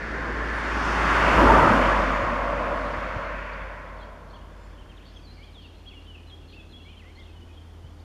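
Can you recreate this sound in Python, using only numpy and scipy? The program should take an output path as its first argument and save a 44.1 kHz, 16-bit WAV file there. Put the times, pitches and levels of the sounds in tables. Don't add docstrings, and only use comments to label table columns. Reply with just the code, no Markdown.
import sys
import numpy as np
from scipy import signal
from scipy.fft import rfft, irfft, next_fast_len
from scipy.io import wavfile
from scipy.ndimage import uniform_filter1d

SR = 44100
rng = np.random.default_rng(int(sys.argv[2]) if len(sys.argv) > 2 else 0)


def undo_db(level):
    steps = np.asarray(level, float) / 20
    return 10 ** steps


def unload_wav(signal):
    wavfile.write(
        sys.argv[1],
        SR,
        np.round(np.clip(np.atleast_2d(signal).T, -1, 1) * 32767).astype(np.int16),
    )


N = 354555
SIZE = next_fast_len(N)
TIME = np.arange(N) / SR
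FREQ = np.maximum(np.fft.rfftfreq(SIZE, 1 / SR), 1)
SOUND_M_S = 343

# time in seconds [s], level [dB], brightness [dB].
TYRE_ROAR = [(0, -39.5, 0), (.3, -34, -3.5), (.6, -33.5, 2.5), (1.1, -26, 7), (1.362, -20.5, 3),
             (1.378, -18, 0.5), (1.55, -17.5, -1.5), (1.68, -18, -1.5), (1.9, -24, 3.5), (2.15, -26, 2.5),
             (2.4, -28.5, 1), (2.7, -29, 0), (3.05, -32.5, 2.5), (3.5, -39.5, 4.5), (4.0, -44, -3),
             (4.3, -48.5, -8), (4.7, -56.5, -0.5), (5.3, -66, 2)]
# time [s], side [0 front, 1 side, 2 rear, 3 far].
BEARING = [
    (0, 0),
    (.8, 0.94),
    (1.35, 1.5),
    (1.7, 1.5),
    (2.2, 2),
    (2.9, 2),
    (3.7, 3),
    (8.1, 2.5),
]
# frequency [Hz], spectral level [dB per Hz].
FRONT_COLOUR = [(55, -30), (90, -8), (328, -2), (562, -3.5), (700, -8), (870, -10), (1050, -6),
                (1250, -6.5), (1650, 3), (2100, -5.5), (2900, -20.5), (4400, -26.5), (6300, -35),
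                (9500, -46), (15600, -72.5)]
SIDE_COLOUR = [(53, -16), (90, -7), (145, -10), (288, -2), (484, -8.5), (744, -7), (904, -2.5), (1360, -4),
               (2890, -22), (3910, -30.5), (8880, -44), (15600, -62)]
REAR_COLOUR = [(60, -39.5), (100, -12), (250, -5), (313, -5), (400, -16.5), (500, -4), (575, 2), (650, -3),
               (800, -10), (930, -4), (1090, -2), (1270, -5.5), (2100, -15), (2650, -21.5), (3600, -32),
               (8800, -51), (15600, -66)]
FAR_COLOUR = [(60, -36.5), (105, -9), (186, -5.5), (360, -13), (607, 3), (772, -11), (930, -1.5), (1080, 1),
              (1220, -7.5), (1400, -2.5), (2300, -10), (3300, -27), (12000, -58.5), (15600, -70)]
RUMBLE_DB, RUMBLE_FOLLOWS = -0.18, 0.05
HISS_DB, HISS_FOLLOWS, TOP_FOLLOWS = 2.5, 0.84, 0.53
BODY_S, BODY_LENGTH_S, BODY_DB = 1.747, 0.43, 1
# centre time [s], half length [s], centre frequency [Hz], bandwidth [Hz], level [dB].
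ROAD_SURGES = [(.57, .06, 9100, 1300, -67), (.586, .002, 9000, 2000, -59), (.606, .003, 7500, 2000, -56),
               (.85, .15, 5370, 1300, -50), (1.3, .12, 2400, 600, -32), (1.4, .1, 12000, 2000, -63),
               (1.5, .08, 395, 80, -24.5), (1.388, .012, 350, 250, -19.5), (1.425, .03, 290, 50, -21),
               (1.41, .03, 980, 60, -20), (1.497, .03, 907, 45, -17), (1.48, .015, 1380, 60, -22),
               (1.55, 0.028, 1200, 50, -22), (1.6, .04, 900, 50, -20.5), (1.65, .05, 1280, 70, -24),
               (1.78, .1, 11500, 1500, -68), (1.85, .05, 2900, 500, -40), (1.88, 0.029, 1160, 80, -27),
               (2.17, .1, 6800, 700, -63), (2.4, .15, 9200, 700, -76), (2.8, .2, 9100, 1000, -73),
               (3.2, .15, 9000, 900, -80), (3.25, .1, 4080, 400, -61), (1.3, .06, 620, 130, -27),
               (2.7, .12, 580, 30, -36), (1.5, .08, 260, 50, -27), (1.73, .06, 210, 40, -27),
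               (1.55, .1, 10500, 1800, -62), (2.9, .3, 4000, 500, -61), (1.75, .08, 1450, 200, -28),
               (1.55, .17, 100, 35, -31), (1.35, .08, 70, 12, -33), (.35, .2, 1060, 30, -42),
               (.5, .12, 1740, 60, -38), (2.3, .08, 1080, 40, -33), (1.9, .08, 1700, 120, -34),
               (2.35, .15, 2050, 200, -42), (2.65, .1, 2550, 150, -48), (3.45, .15, 2550, 200, -54),
               (.852, .004, 6000, 2000, -46)]

# multiple of the firing rate [1], level [dB].
EXHAUST_ORDERS = [(1, -0.5), (2, -23), (4, -21), (5, -30)]
# time [s], level [dB].
THIRD_ORDER = [
    (0, -56),
    (1.55, -43),
    (2.6, -54),
    (3.4, -59),
    (4.5, -61),
    (5.6, -63),
    (6.2, -70),
    (8.04, -75),
]
PASSES_S, SPEED_M_S, KERB_M = 1.58, 21.0, 3.4
FIRING_HZ, SAG_HZ_PER_S = 52, .45
EXHAUST_DB, FADE_DB_PER_S = -20.5, 0.27
SPREAD = 0.79
AHEAD_DB = 1
SHADE_S, SHADE_LENGTH_S, SHADE_DB = 1.65, .09, -11
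BEND_S, BEND_LENGTH_S, BEND_DB = 4, .2, -4.5

# time [s], peak [dB], frequency [Hz], signed polarity [1].
WAKE_THUMPS = [
    (1.984, -27, 70, -0.87),
    (2.005, -23, 59.9, -0.98),
    (2.234, -22, 80, 0.96),
    (2.982, -30, 64.8, -0.81),
    (3.1687, -17.5, 100.6, 0.53),
    (7.850, -28, 90.05, 0.57),
]
# frequency [Hz], spectral level [dB per Hz].
BUFFET_COLOUR = [(15, -18), (30, -1.5), (45, 0.0), (75, -3), (100, -14.5), (250, -60.5)]
BREEZE_DB, WAKE_S, WAKE_DB, WAKE_RISE_S, WAKE_FALL_S = -64, 1.5, -47, 0.5, 0.6

# time [s], level [dB].
WAITING_ENGINE = [
    (0, -54),
    (2.4, -48),
    (4.8, -52),
    (6, -48.5),
    (7, -48),
    (8.04, -44),
]
IDLE_HZ = 82.84

# start [s], length [s], first pitch [Hz], last pitch [Hz], peak [dB].
ARCHES = [
    (7.165, 0.068, 1960, 1934, -59.5),
]
# start [s], length [s], first pitch [Hz], last pitch [Hz], peak [dB].
DIPS = [
    (7.012, 0.049, 2350, 2050, -62),
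    (6.78, 0.056, 3120, 3000, -60.5),
    (7.272, 0.06, 2950, 2800, -63),
]
# start [s], length [s], first pitch [Hz], last pitch [Hz], peak [dB].
SWOOPS = [
    (5.53, .052, 4300, 3300, -55),
    (5.628, .02, 3450, 2800, -57),
    (5.898, .036, 3300, 2300, -55),
    (6.168, .04, 2800, 2420, -57),
    (6.4, .075, 3050, 2650, -66),
]
# start [s], length [s], first pitch [Hz], last pitch [Hz], peak [dB].
FALLS = [(3.612, .02, 3450, 3200, -59), (4.352, 0.0199, 3494, 2750, -57), (4.893, 0.018, 3270, 3150, -57),
         (5.16, 0.02, 3490, 3125, -52), (5.462, 0.022, 3480, 3050, -61), (5.482, .025, 3150, 3050, -63),
         (5.572, .038, 3330, 3180, -51), (5.612, .014, 3400, 2850, -57), (5.65, .02, 2850, 2600, -54),
         (5.672, .014, 3750, 2700, -62), (4.803, .028, 3250, 2700, -61), (4.908, .024, 3150, 2350, -59),
         (5.6, .03, 4300, 3500, -66), (5.7, .02, 3300, 2800, -65), (3.882, .016, 3550, 3050, -61),
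         (5.955, 0.04, 2900, 2770, -52), (5.93, .025, 3200, 2850, -62), (6.068, 0.068, 3130, 2830, -52),
         (6.14, 0.0246, 3027, 2458, -53.5), (6.552, 0.065, 2830, 2480, -53), (7.735, .03, 3150, 2950, -67),
         (6.918, 0.029, 3300, 2644, -58), (6.984, 0.039, 3280, 2045, -54.5), (7.25, 0.023, 3480, 3000, -66),
         (7.352, 0.036, 3020, 2930, -58), (7.4, .018, 3200, 2950, -65), (7.485, 0.018, 2600, 2430, -64)]
# start [s], length [s], first pitch [Hz], last pitch [Hz], peak [dB].
RISES = [(4.298, 0.016, 3950, 4600, -61), (4.336, .018, 3050, 3622, -59), (4.737, 0.027, 3373, 3500, -66.5),
         (5.385, 0.0714, 2110, 2508, -56.5), (5.428, 0.0216, 2970, 3510, -54),
         (6.048, 0.022, 2972, 3500, -61), (6.528, 0.031, 2450, 2810, -56), (6.587, .013, 3000, 3600, -59),
         (6.852, .068, 2180, 2550, -55.5), (6.892, 0.0283, 2820, 3334, -56.5),
         (7.045, .085, 1885, 2400, -60.5), (7.83, 0.06, 2978, 3170, -66), (4.785, .02, 3000, 3250, -59),
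         (5.643, .01, 2700, 2850, -55), (5.855, .014, 2800, 3300, -62), (5.93, .02, 2200, 2400, -61),
         (6.96, .06, 4100, 4200, -70), (7.5, .025, 2430, 2520, -61), (3.868, .014, 3200, 3550, -63),
         (2.852, .014, 4050, 4350, -59), (6.24, .07, 2850, 3000, -69), (7.42, .09, 2950, 3100, -70)]
# start [s], length [s], pitch [Hz], peak [dB].
PIPS = [(4.001, 0.024, 4017, -60.5), (4.015, 0.0317, 3260, -58), (4.329, 0.041, 4330, -70.5),
        (4.388, 0.025, 3250, -66), (4.412, .012, 2950, -64), (5.675, 0.038, 3240, -67.5),
        (5.864, 0.0373, 3320, -53.5), (5.913, 0.023, 3350, -58), (6.258, 0.059, 2980, -65),
        (6.27, 0.04, 4080, -61), (6.478, 0.014, 4250, -63), (6.495, .016, 4170, -61),
        (6.603, .016, 3400, -55), (6.86, 0.0273, 3376, -61.5), (6.95, .035, 2500, -67),
        (5.31, .055, 2330, -70), (5.005, .03, 2370, -64), (4.62, .06, 7200, -77), (5.15, .05, 6300, -75),
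        (5.44, .02, 2460, -58), (6.968, .02, 3150, -54), (6.72, 0.017, 4100, -61), (6.78, 0.135, 4110, -71),
        (6.695, .018, 4100, -60), (7.418, .02, 2950, -60), (5.662, .012, 3700, -62), (6.6, .11, 2600, -70),
        (6.785, .07, 3300, -67), (5.33, .06, 4100, -68), (7.155, 0.016, 4265, -57),
        (7.233, .014, 3590, -62.5), (7.292, .02, 4210, -69.5), (7.524, 0.028, 3320, -66),
        (7.57, .022, 3250, -56), (7.612, 0.014, 3150, -61), (7.7, 0.03, 3420, -70)]
ARCH_BOW, DIP_BOW, SWOOP_BOW = 0.093, -0.12, -.05
START_DB, END_DB, PEAK_SHARE, HOLD_SHARE = -5.5, -7.5, 0.31, .4
# time of the drop [s], drop length [s], top pitch [Hz], bottom pitch [Hz], peak [dB].
HOOKS = [
    (5.25, 0.04, 4602, 4020, -56.5),
    (6.292, .026, 4065, 3198, -53),
    (6.716, 0.026, 4063, 3260, -51.5),
]
HOOK_SAG = .25
LEAD_S, LEAD_DB, TOP_DB = 0.02, -16, -6.5
SHELF_S, SHELF_LIFT, SHELF_DB = 0.03, 0.04, -1
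TAIL_S, TAIL_DB = .012, -12.5
# start [s], first pitch [Hz], last pitch [Hz], level [dB].
CHIRPS = [(3.526, 4110, 4810, -59.5), (3.598, 2970, 3600, -57), (3.986, 4500, 3860, -65),
          (4.034, 3900, 2900, -60), (4.306, 4000, 3100, -71), (5.068, 3300, 3750, -62),
          (5.088, 3300, 2800, -64), (4.775, 3300, 2800, -64), (7.222, 3300, 3800, -60),
          (7.252, 2900, 3400, -62), (4.765, 3494, 3250, -65), (4.972, 3800, 2910, -55.5),
          (5.002, 2353, 2910, -58), (5.016, 2874, 3400, -61.5), (5.019, 2998, 2303, -57),
          (5.056, 3314, 3820, -60.5), (5.073, 3396, 4690, -59.5), (5.092, 4600, 4700, -66.5),
          (5.147, 3126, 3710, -58), (5.372, 2370, 2116, -58), (5.188, 2810, 2400, -63),
          (5.618, 4390, 5250, -68.5), (5.877, 3950, 4600, -62), (6.01, 4000, 4400, -67),
          (5.852, 2600, 3200, -65), (6.878, 3400, 2800, -63), (6.488, 4170, 2990, -65),
          (6.512, 4180, 4700, -65), (6.519, 3900, 2750, -53), (6.535, 3770, 2830, -58),
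          (6.49, 3900, 2700, -63), (6.524, 4200, 3900, -61), (6.553, 3485, 3690, -61),
          (7.186, 3920, 5400, -67), (7.217, 2900, 3900, -60.5), (7.19, 3150, 3550, -58),
          (7.204, 3400, 2900, -58), (7.198, 3900, 3400, -64), (7.245, 3100, 2700, -62),
          (7.162, 3900, 3000, -66), (7.545, 3700, 3900, -66), (5.922, 2400, 2150, -62),
          (5.92, 3250, 3550, -62), (6.066, 3790, 3300, -61), (7.243, 2797, 3390, -60),
          (7.331, 3620, 3215, -64), (7.994, 3483, 4970, -64.5), (8.018, 4380, 5000, -70.5)]
CHIRP_S = 0.01414
# start [s], length [s], lowest [Hz], highest [Hz], level [dB].
FLURRIES = [
    (3.58, 0.051, 3010, 4200, -69),
    (3.99, .06, 3000, 4530, -64),
    (4.299, 0.072, 2890, 4710, -69),
    (5.04, .08, 2990, 4610, -60),
    (5.115, .38, 3997, 5386, -66),
    (5.6, 0.085, 2780, 4830, -62),
    (5.879, 0.059, 2384, 3590, -61),
    (6.49, 0.069, 2824, 4825, -66),
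    (6.87, .06, 2696, 3490, -62),
    (7.168, 0.1, 2523, 4370, -65),
]
STROKE_DB, STROKE_S = -2.5, 0.00734
# time [s], level [dB].
FAR_FLOCK = [
    (3.4, -82),
    (4.9, -66.5),
    (6.9, -68),
    (7.5, -69),
    (8.04, -89),
]
# centre time [s], half length [s], centre frequency [Hz], bandwidth [Hz], level [dB].
TWITTER_HAZE = [(4.63, .06, 7200, 350, -78), (4.65, .1, 5100, 400, -74), (5.17, .06, 6300, 250, -76),
                (5.15, .08, 5200, 500, -72), (5.38, .14, 4500, 400, -67), (5.63, .06, 4300, 600, -68),
                (5.78, .04, 4150, 150, -69), (6.54, .03, 4500, 700, -66), (6.85, .1, 3300, 200, -64),
                (7.1, .05, 3100, 200, -65), (5.96, .04, 3250, 200, -64), (6.02, .03, 2800, 150, -64),
                (6.17, .04, 2950, 300, -63), (5.1, .1, 3200, 500, -67), (5.65, .04, 3500, 500, -64),
                (7.55, .06, 3000, 200, -68), (7.9, .03, 3350, 150, -69)]

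# frequency [Hz], spectral level [dB per Hz].
HUSH_COLOUR = [(56, -24.5), (95, -7.5), (137, -12), (288, -9), (558, -18), (802, -19.5), (2480, -30.5),
               (3210, -30), (3970, -33), (6350, -39), (12000, -47.5), (15600, -55)]
HUSH_DB = -53
# frequency [Hz], width [Hz].
NOTCHES = [
    (3940, 200),
    (7850, 200),
]


def along(table):
    s, *columns = np.transpose(table)
    return [np.interp(TIME, s, c) for c in columns]


def colour(points, lo_hz, hi_hz):
    hz, db = np.transpose(points)
    gain = undo_db(np.interp(np.log(FREQ), np.log(hz), db, left=-120, right=-120))
    return gain / np.sqrt(np.mean(gain ** 2 * (FREQ > lo_hz) * (FREQ < hi_hz)))


def bands(centres_hz):
    place = np.interp(np.log(FREQ), np.log(centres_hz), np.arange(len(centres_hz)))
    return [np.cos(np.pi / 2 * np.clip(place - k, -1, 1)) ** 2 for k in range(len(centres_hz))]


def walk(rate):
    hold = int(SR / rate)
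    steps = np.repeat(rng.standard_normal(N // hold + 1), hold)
    return 1.5 * uniform_filter1d(uniform_filter1d(steps, hold), hold)[:N]


def puffs(rows):
    out = np.zeros(N)
    noises = rng.standard_normal((len(rows), SR // 2))
    noise_hz = np.fft.rfftfreq(SR // 2, 1 / SR)
    for (s, half_s, hz, width_hz, db), noise in zip(rows, noises):
        reach = min(int(2 * half_s * SR) + SR // 100, SR // 4)
        window = np.exp(-((noise_hz - hz) / width_hz) ** 2)
        band = irfft(rfft(noise) * window)[:2 * reach]
        swell = np.exp(-(np.arange(-reach, reach) / (half_s * SR)) ** 2)
        puff = swell * band
        rms = np.sqrt(np.sum(puff ** 2) / np.sum(swell ** 2))
        centre = int(s * SR)
        out[centre - reach:centre + reach] += undo_db(db) * puff / rms
    return out


def tyres(flicker_db=0.26, patch_db=.5, air=0.101):
    level_db, bright_db = along(TYRE_ROAR)
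    rumble_db = RUMBLE_DB + RUMBLE_FOLLOWS * bright_db
    rumble_db = rumble_db + BODY_DB * np.exp(-((TIME - BODY_S) / BODY_LENGTH_S) ** 2)
    hiss_db = HISS_DB + HISS_FOLLOWS * bright_db
    level_db = level_db - 30 * np.clip(TIME - TYRE_ROAR[-1][0], 0, None)
    top_db = TOP_FOLLOWS * bright_db + air * (level_db + 24.5)
    trims_db = rumble_db, patch_db * walk(24.67), bright_db, hiss_db, top_db

    bearing, = along(BEARING)
    noise = rfft(rng.standard_normal(SIZE))
    colours = FRONT_COLOUR, SIDE_COLOUR, REAR_COLOUR, FAR_COLOUR
    sides = [noise * colour(c, 450, 1400) for c in colours]
    shares = [np.clip(1 - abs(bearing - k), 0, 1) for k in range(len(sides))]
    out = 0
    for window, trim_db in zip(bands([250, 800, 2200, 5500, 12000]), trims_db):
        band = sum(share * irfft(side * window, SIZE)[:N] for share, side in zip(shares, sides))
        out = out + band * undo_db(trim_db + flicker_db * walk(9.29))
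    return out * undo_db(level_db)


def road_patches():
    return puffs(ROAD_SURGES)


def engine(hz, db, orders, jitter, wobble_db):
    phase = 2 * np.pi * np.cumsum(hz * (1 + jitter * walk(12.))) / SR
    tone = sum(undo_db(o_db + wobble_db * walk(10)) * np.sin(k * phase) for k, o_db in orders)
    return np.sqrt(2) * tone * undo_db(db)


def passing_pipe():
    since = TIME - PASSES_S
    far_m = np.hypot(SPEED_M_S * since, KERB_M)
    leaving_m_s = SPEED_M_S ** 2 * since / far_m
    hz = (FIRING_HZ - SAG_HZ_PER_S * since) / (1 + leaving_m_s / SOUND_M_S)
    spread_db = -SPREAD * 20 * np.log10(far_m / KERB_M)
    fade_db = -FADE_DB_PER_S * np.abs(since)
    shade_db = SHADE_DB * np.exp(-((TIME - SHADE_S) / SHADE_LENGTH_S) ** 2)
    screen_db = BEND_DB / (1 + np.exp((BEND_S - TIME) / BEND_LENGTH_S))
    ahead_db = -AHEAD_DB * leaving_m_s / SPEED_M_S
    return hz, EXHAUST_DB + spread_db + fade_db + shade_db + screen_db + ahead_db


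def exhaust():
    hz, db = passing_pipe()
    hum = engine(hz, db, EXHAUST_ORDERS, jitter=0.005, wobble_db=0.9)
    drone = engine(hz, *along(THIRD_ORDER), [(3, 0)], jitter=.004, wobble_db=1.5)
    return hum + drone


def wake():
    since = TIME - WAKE_S
    swell = np.exp(np.minimum(since / WAKE_RISE_S, -since / WAKE_FALL_S))
    gust = undo_db(BREEZE_DB) + undo_db(WAKE_DB) * swell
    noise = rfft(rng.standard_normal(SIZE))
    sway = irfft(noise * colour(BUFFET_COLOUR, 20, 32.8), SIZE)[:N]
    out = sway * gust * undo_db(2.0 * walk(5.6))
    for s, peak_db, hz, sign in WAKE_THUMPS:
        span = slice(int(s * SR) - SR // 20, int(s * SR) + SR // 20)
        cycles = (TIME[span] - s) * hz
        bump = np.exp(-(cycles / .45) ** 2) * np.cos(2 * np.pi * cycles + 1.1)
        out[span] += sign * undo_db(peak_db) * bump
    return out


def waiting_engine():
    orders = [(1, -1.0), (2, -35.5)]  # (multiple, dB)
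    return engine(IDLE_HZ, *along(WAITING_ENGINE), orders, jitter=0.00273, wobble_db=0.5)


def add_whistle(out, note, tremble):
    s, hz, db = np.transpose(note)
    span = slice(int((s[0] - .003) * SR), min(int((s[-1] + 0.0028) * SR), N))
    t = TIME[span]
    edge = np.clip(np.minimum(t - t[0], t[-1] - t) / 0.00158, 0, 1)
    pitch = uniform_filter1d(np.interp(t, s, hz), size=200, mode="nearest")
    pitch = pitch * (1 + 0.006 * tremble[0, span])
    level = undo_db(np.interp(t, s, db) + 1.3 * tremble[1, span])
    out[span] += level * edge * np.sin(2 * np.pi * np.cumsum(pitch) / SR)


def song():
    level = [(s, length, hz, hz, db) for s, length, hz, db in PIPS]
    part = np.linspace(0, 1, num=9)
    swell_db = np.interp(part, [0, PEAK_SHARE, PEAK_SHARE + HOLD_SHARE, 1], [START_DB, 0, 0, END_DB])
    shapes = (ARCHES, ARCH_BOW), (DIPS, DIP_BOW), (SWOOPS, SWOOP_BOW), (FALLS + RISES + level, 0)
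    for rows, bow in shapes:
        for s, length, first_hz, last_hz, db in rows:
            line_hz = first_hz + part * (last_hz - first_hz)
            hz = line_hz * (1 + bow * np.sin(np.pi * part))
            yield np.transpose([s + part * length, hz, db + swell_db])
    for s, drop, top_hz, low_hz, db in HOOKS:
        end = s + drop + SHELF_S
        half_hz = low_hz + HOOK_SAG * (top_hz - low_hz)
        yield [(s - LEAD_S, top_hz, db + LEAD_DB),
               (s, top_hz, db + TOP_DB),
               (s + drop / 2, half_hz, db + TOP_DB / 2),
               (s + drop, low_hz, db),
               (end, low_hz * (1 + SHELF_LIFT), db + SHELF_DB),
               (end + TAIL_S, low_hz, db + TAIL_DB)]


def near_birds(tremble, near_db=3.5, chirp_db=1.5, strokes_each=28):
    near = np.zeros(N)
    for note in song():
        add_whistle(near, note, tremble)
    near *= undo_db(near_db)
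    for s, first_hz, last_hz, db in CHIRPS:
        chirp = [(s, first_hz, db + chirp_db), (s + CHIRP_S, last_hz, db + chirp_db)]
        add_whistle(near, chirp, tremble)
    draws = rng.random((len(FLURRIES), strokes_each, 4))
    for (start, length, lo_hz, hi_hz, db), strokes in zip(FLURRIES, draws):
        for when, first, last, weak in strokes:
            s = start + length * when
            hz = lo_hz + (hi_hz - lo_hz) * first
            end_hz = lo_hz + (hi_hz - lo_hz) * .5 * (first + last)
            stroke_db = db + STROKE_DB - 6 * weak
            add_whistle(near, [(s, hz, stroke_db), (s + STROKE_S, end_hz, stroke_db)], tremble)
    return near


def far_flock(tremble, count=420):
    far = np.zeros(N)
    for when, length, pitch, glide, weak in rng.random((count, 5)):
        s, hz = 3.4 + 4.55 * when, 2600 + 1700 * pitch ** 1.4
        end_s, end_hz = s + 0.00488 + 0.01615 * length, hz + 1000 * (glide - .55)
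        add_whistle(far, [(s, hz, -10 * weak), (end_s, end_hz, -10 * weak)], tremble)
    return far * undo_db(along(FAR_FLOCK)[0])


def birds(leaves_db=-9, walls_db=-7, far_echo_db=1.5, echo_t60=0.91):
    tremble = np.array([walk(150), walk(120)])
    near, far = near_birds(tremble), far_flock(tremble)
    t = TIME[:SR]
    leaves = rng.standard_normal(SR) * np.exp(-t / .012)
    onset = np.clip(t / 0.043, 0, 1) ** 2
    walls = rng.standard_normal(SR) * np.exp(-np.log(1000) * t / echo_t60) * onset
    leaves, walls = (echo / np.sqrt(np.sum(echo ** 2)) for echo in (leaves, walls))
    near_echo = signal.fftconvolve(near, undo_db(leaves_db) * leaves + undo_db(walls_db) * walls)[:N]
    far_echo = undo_db(far_echo_db) * signal.fftconvolve(far, walls)[:N]
    return near + near_echo + far + far_echo


def twitter_haze():
    return puffs(TWITTER_HAZE)


def hush():
    noise = rfft(rng.standard_normal(SIZE)) * colour(HUSH_COLOUR, 100, 1800)
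    low, middle, hiss = (irfft(noise * w, SIZE)[:N] for w in bands([250, 900, 3000]))
    return undo_db(HUSH_DB) * (low * undo_db(0.72 * walk(1.59)) + middle * undo_db(0.7 * walk(1.74)) + hiss)


def scene():
    car = tyres() + road_patches() + exhaust() + wake()
    background = waiting_engine() + birds() + twitter_haze() + hush()
    return (car + background)[None]


def roll_off(x):
    return signal.sosfilt(signal.butter(12, 15700, fs=SR, output="sos"), x)


def record(dry):
    for hz, width_hz in NOTCHES:
        dry = signal.lfilter(*signal.iirnotch(hz, hz / width_hz, fs=SR), dry)
    return roll_off(dry)


dry = scene()
out = record(dry)
unload_wav(out)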